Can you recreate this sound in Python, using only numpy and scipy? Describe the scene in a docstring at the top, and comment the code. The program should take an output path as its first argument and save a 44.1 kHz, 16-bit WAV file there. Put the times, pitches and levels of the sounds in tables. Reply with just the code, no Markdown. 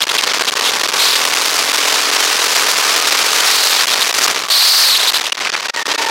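"""A four-stroke go-kart at racing speed, heard by a camera microphone on the driver's helmet.
The engine is a blow and a puff of gas per firing, ringing the exhaust; the chain whines in step with it.
Over them, filtered noise is the air tearing past the microphone port, and tones whistle at its edge.
Gusts choke the microphone for an instant. The driver lifts for a corner, slows, and opens the throttle again."""
import sys
import numpy as np
from scipy import signal
from scipy.fft import rfft, irfft
from scipy.io import wavfile

SR = 44100
rng = np.random.default_rng(int(sys.argv[2]) if len(sys.argv) > 2 else 0)


def pcm_store(signal):
    """Save signal as 16-bit PCM."""
    levels = np.round(np.clip(np.atleast_2d(signal), -1, 1) * 32767)
    wavfile.write(sys.argv[1], SR, levels.astype(np.int16).T)


N = 269010
TIME = np.arange(N) / SR  # seconds
BINS = np.fft.rfftfreq(N, 1 / SR)  # Hz

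# how hard the eddies press, against the pressure that chokes the microphone: t/s, pressure/ratio
BUFFETING = [(0, 0.77), (.55, .58), (.94, 0.83), (1.02, 0.27), (1.15, 0.86), (2.4, 0.58), (3.6, 0.44),
             (4, 0.95), (4.47, 0.91), (4.52, 0.14), (5.1, .38), (5.3, 1), (5.6, 0.63), (6.1, 0.3)]
# tones at the port's edge: start/s, end/s, level/dB, stage/number (0 low, 1 high)
EDGE_WHISTLES = [(0.015, 0.034, -17.5, 0), (0.087, .102, -21.5, 0), (0.178, 0.195, -19, 0),
                 (0.478, 0.5, -21.5, 0), (0.64, 0.704, -22.5, 0), (0.989, 1.18, -21.5, 0),
                 (1.68, 2.362, -53, 1), (3.463, 3.813, -24.5, 0), (3.876, 3.946, -23.5, 0),
                 (4.011, 4.032, -16.5, 0), (4.235, 4.252, -15.5, 1), (4.502, 4.978, -18.5, 0),
                 (4.993, 5.053, -23, 0), (5.071, 5.103, -18, 0), (5.14, 5.178, -19.5, 0),
                 (5.258, 5.272, -22, 0), (5.322, 5.328, -17, 0), (5.402, 5.412, -26, 0),
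                 (5.449, 5.452, -19, 0), (5.471, 5.475, -18, 0), (5.545, 5.557, -20.5, 0)]


def amp(db):
    """Turns decibels into a gain."""
    return 10 ** (np.asarray(db) / 20)


def unit(x):
    """Scales a signal to an rms of one."""
    return x / np.sqrt(np.mean(x ** 2) + 1e-20)


def curves(rows):
    """Joins the points of a table by straight lines: one curve over time per column."""
    s, *columns = np.transpose(rows)
    return [np.interp(TIME, s, c) for c in columns]


def colour(x, points):
    """Filters with the given f/Hz, level/dB outline; the filter answers only after its input."""
    hz, db = np.transpose(points)
    bins_hz = abs(np.fft.fftfreq(8192, 1 / SR))
    log_gain = np.log(amp(np.interp(np.log(bins_hz + 1), np.log(hz), db)))
    # the phase that goes with this outline in a minimum-phase filter
    taps = np.fft.ifft(np.exp(np.conj(signal.hilbert(log_gain)))).real
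    return signal.oaconvolve(x, taps[:len(taps) // 2])[:N]


def wander(top_hz, low_hz=1):
    """Random motion with an rms of one, mostly between two rates."""
    band = BINS / (BINS + low_hz) / np.sqrt(1 + (BINS / top_hz) ** 4)
    return unit(irfft(rfft(rng.standard_normal(N)) * band, N))


def air():
    """Level and brightness of the flow in dB; heavy eddies make it louder and duller."""
    # the flow past the port: t/s, level/dB, brightness/dB
    flow_points = [(0, -22.5, -2.5), (.55, -22, -2.5), (.92, -21.5, -1), (1.02, -22, 2), (1.55, -20.5, 3),
                   (2, -21.5, 1), (2.55, -20, 2.3), (3.1, -20, 0.5), (3.62, -21.5, 4.5), (3.95, -20, 0.5),
                   (4.27, -20.5, 2.5), (4.47, -27, -0.5), (4.51, -26, 3.5), (4.83, -24, 6),
                   (4.96, -25, 1.1), (5.16, -24, 0.5), (5.36, -25, -9.5), (5.62, -28.5, -7),
                   (6.1, -24.5, -5)]
    # eddies (below 0 dB: quieter and brighter): middle t/s, half length/s, strength/dB
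    surges = [(0.318, 0.029, 3.5), (2.91, 0.3, -0.5), (4.186, .04, 0), (4.332, 0.089, 2),
              (5.526, 0.0476, 4.5), (5.695, 0.014, 3), (5.911, 0.019, 3.5)]
    dulling = 1.7  # dB of brightness lost per dB of surge
    level_db, bright_db = curves(flow_points)
    surge_db = sum(db * np.exp(-((TIME - s) / half) ** 2) for s, half, db in surges)
    return level_db + surge_db, bright_db - dulling * surge_db


def blowing(start, end, fade=.0025):
    """One while an edge tone sounds, with short ramps (fade in s)."""
    return np.clip(.5 + np.minimum(TIME - start, end - TIME) / fade, 0, 1)


def whistling():
    """One while any edge tone sounds, whatever its pitch."""
    return np.minimum(sum(blowing(start, end) for start, end, *_ in EDGE_WHISTLES), 1)


def rush(treble_hz=7200, bass_hz=520, thinning=3.0, air_db=7, eddy_db=2.5, treble_eddy_db=1.2,
         whistle_thinning_db=3):
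    """Air shears past the port as noise; bright flow trades bass for treble, and eddies shake it."""
    # colour of the noise: f/Hz, level/dB (per Hz of bandwidth)
    rush_outline = [(20, -25), (60, -28), (130, -8.5), (250, -9), (420, -1.5), (700, 1), (1150, 3.5),
                    (2000, 2.5), (3400, 2), (4900, 2), (6500, -2), (8000, -7), (11000, -12.5),
                    (16000, -19.5)]
    level_db, bright_db = air()
    hiss = unit(colour(rng.standard_normal(N), rush_outline))
    spectrum = rfft(hiss)
    treble = irfft(spectrum * BINS ** 4 / (BINS ** 4 + treble_hz ** 4), N)
    bass = irfft(spectrum / (1 + (BINS / bass_hz) ** 4), N)
    treble_gain = amp(bright_db + treble_eddy_db * wander(35))
    # bright or whistling flow has less bass
    bass_gain = amp(-thinning * np.maximum(bright_db, 0) - whistle_thinning_db * whistling())
    flow = hiss + treble * (treble_gain - 1) + bass * (bass_gain - 1)
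    return flow * amp(level_db + air_db + eddy_db * wander(87))


def edge_tone(hz):
    """Sums the edge's few partials along a pitch curve."""
    # partials: multiple of the pitch/ratio, level/dB
    partials = [(1, 5.5), (2, -7), (3, -8)]
    turns = np.cumsum(hz) / SR
    return np.sqrt(2) * sum(amp(db) * np.sin(2 * np.pi * round(k) * turns) for k, db in partials)


def whistles(swell_depth=.45):
    """Vortices shed at the port's edge give a tone whose pitch tumbles with the air."""
    base_hz, bright_db_per_octave, high_stage_ratio = 3760, 20.5, 1.55
    scatter_calm, scatter_per_buffet = 0.0537, 0.159  # shares of the pitch
    sway = .8 * wander(130, 15)
    jitter = .1 * wander(1500, 200)
    swell = 1 + swell_depth * wander(700, 100)
    # turbulence scatters the pitch; brighter flow raises it
    scatter = scatter_calm + scatter_per_buffet * curves(BUFFETING)[0]
    hz = base_hz * 2 ** (air()[1] / bright_db_per_octave) * (1 + scatter * sway + jitter)
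    out = np.zeros(N)
    for start, end, db, stage in EDGE_WHISTLES:
        gate = blowing(start, end)
        on = gate > 0
        out[on] += amp(db) * gate[on] * edge_tone(hz[on] * high_stage_ratio ** round(stage))
    return out * swell


def flurries(count=200):
    """Lesser gusts at random, as (middle s, length s): fewer in bright flow or during whistles."""
    rate_per_s, typical_s, length_spread = 20, 0.0043, 0.28
    settled_db, settling_db = 0.37, 0.86  # brightness at which the rate halves, and how gradually
    place, chance, size = rng.random((count, 3)).T
    # one possible gust in each of many equal slots
    at = ((np.arange(count) + place) / count * (N - 1)).astype(int)
    rate = rate_per_s / (1 + np.exp((air()[1][at] - settled_db) / settling_db))
    happens = chance < rate * (1 - whistling()[at]) * N / SR / count
    lengths = typical_s * np.exp(length_spread * (2 * size[happens] - 1))
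    return list(zip(TIME[at][happens], lengths))


def choking(gusts, width=0.56):
    """Near one while any of these gusts presses on the diaphragm, with rounded edges."""
    pressed = np.zeros(N)
    for s, length in gusts:
        near = slice(*np.searchsorted(TIME, [s - length, s + length]))
        press = np.exp(-((TIME[near] - s) / (width * length)) ** 8)
        pressed[near] = np.maximum(pressed[near], press)
    return pressed


def headroom(cycle, throb=0.98, slow_hz=220, fast_hz=800, fast_share=0.21, calm=0.27,
             gust_db=-33, flurry_db=-20, leak_db=-30):
    """Gain for the sound that gets through while wind pressure pins the diaphragm against its stop."""
    # the strongest gusts, which choke the microphone: middle t/s, rough length/s
    strong_gusts = [(.0477, 0.0055), (.062, 0.011), (.0866, 0.0035), (0.2178, 0.0062), (.2593, 0.0027),
                    (0.39, 0.0063), (.428, 0.0055), (.4435, 0.0056), (.5042, 0.0063), (0.515, 0.0067),
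                    (.547, 0.011), (.616, 0.0047), (.8707, 0.0054), (.9148, 0.0057), (1.7253, 0.0035),
                    (1.7692, 0.0047), (2.1102, 0.0045), (3.8632, 0.0093), (4.121, 0.0095), (4.136, 0.0048),
                    (4.4755, 0.0058), (5.1118, 0.0052), (5.129, 0.0064), (5.2514, 0.0035), (5.3128, 0.0087),
                    (5.338, 0.011), (5.3657, 0.0086), (5.3967, 0.0055), (5.511, .013), (5.5585, 0.0045),
                    (5.6793, 0.007), (5.722, 0.028), (5.842, 0.019), (5.9705, .013)]
    eddies = unit(wander(slow_hz, 19) + fast_share * wander(fast_hz))
    pulse = np.exp(-(cycle % 1) / 0.13)  # the engine shakes the air at each firing
    shaking = eddies + throb * unit(pulse - pulse.mean())
    # whistling flow buffets less
    pressure = curves(BUFFETING)[0] * (1 - calm * whistling()) * shaking
    opening = amp(leak_db) + 1 / (1 + pressure ** 6)  # closes steeply beyond a pressure of one
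    gusts_db = np.minimum(gust_db * choking(strong_gusts), flurry_db * choking(flurries()))
    return opening * amp(gusts_db)


def chain(cycle, rattle=0.38):
    """Links meet the sprocket 28 times per firing; slack blurs the whine."""
    # whine: t/s, level/dB, octave above against the whine/dB
    whine_points = [(0, -47, -8), (.6, -34, -19), (1.2, -31.5, -5), (2, -53, -15), (2.8, -28.5, -10),
                    (3.8, -38, -6), (4.5, -28, -7), (4.7, -37, -11), (5.6, -39, -4), (5.78, -30, 6.5),
                    (5.9, -37, 8), (5.99, -27, -6.5), (6.1, -22, -2)]
    level_db, octave_db = curves(whine_points)
    angle = 2 * np.pi * (28 * cycle + .12 * wander(25))
    whine = np.sin(angle) * (1 + rattle * wander(80))
    octave = amp(octave_db) * np.sin(2 * angle) * (1 + rattle * wander(60))
    return amp(level_db) * np.sqrt(2) * (whine + octave)


def engine(cycle, level_db, uneven=0.068, rough=0.14, puff_length=0.063):
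    """One blow and one puff of gas per firing ring the exhaust (puff length: share of a firing)."""
    # ring of the exhaust and engine casing: f/Hz, level/dB
    exhaust_outline = [(30, -41), (120, -30.5), (210, -14), (250, -6.5), (295, 3.5), (335, -9.5),
                       (385, 1.5), (440, 7.5), (510, -0.5), (590, 0.5), (680, -25), (1000, 1), (2000, -10),
                       (5000, -14), (16000, -44)]
    fired = np.diff(np.floor(cycle), prepend=0)  # one at each firing, else zero
    blows = unit(fired * (1 + uneven * rng.standard_normal(N)))
    puffs = unit(np.exp(-(cycle % 1) / puff_length) * rng.standard_normal(N))
    ring = unit(colour(blows + rough * puffs, exhaust_outline))
    # the silencer's chambers hold the low notes back, up to 20 ms, and spread each blow
    spread = np.exp(-2j * np.pi * 12 * (1 - np.exp(-BINS / 600)))
    return amp(level_db) * irfft(rfft(ring) * spread, N)


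def scene():
    """Kart and wind meet at one microphone, alike in both channels."""
    # how fast the engine fires: t/s, firings per second/Hz
    speed_points = [(0, 39.1), (.3, 39.4), (.7, 40.6), (1, 40.5), (1.7, 42.1), (2.75, 43.7), (3.65, 43.7),
                    (4.38, 42.6), (4.55, 40.3), (5.75, 33.4), (6.1, 32.4)]
    # loudness of the engine as its load changes: t/s, level/dB
    load_points = [(0, -42), (.4, -26.5), (1, -28), (2.4, -28), (3.8, -31.5), (4.38, -30), (4.55, -55.5),
                   (5, -38), (5.8, -41), (5.88, -25.5), (6.1, -29)]
    cycle = np.cumsum(curves(speed_points)[0]) / SR  # firings so far
    sound = engine(cycle, curves(load_points)[0]) + chain(cycle) + rush() + whistles()
    return np.tile(sound * headroom(cycle), (2, 1))


def record(dry, makeup_db=2):
    """Soft overload, a low cut against rumble, and the band limit."""
    # the camera's wind filter: f/Hz, level/dB
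    low_cut = [(20, -22), (60, -13.5), (120, -10), (200, -5), (290, -1), (16000, -0.5)]
    ceiling, top_hz = .62, 15950
    squashed = amp(makeup_db) * ceiling * np.tanh(dry / ceiling)
    thinned = np.array([colour(channel, low_cut) for channel in squashed])
    band_limit = signal.firwin(511, top_hz, window=("kaiser", 9), fs=SR)
    return signal.oaconvolve(thinned, band_limit[None], "same")


dry = scene()
out = record(dry)
pcm_store(out)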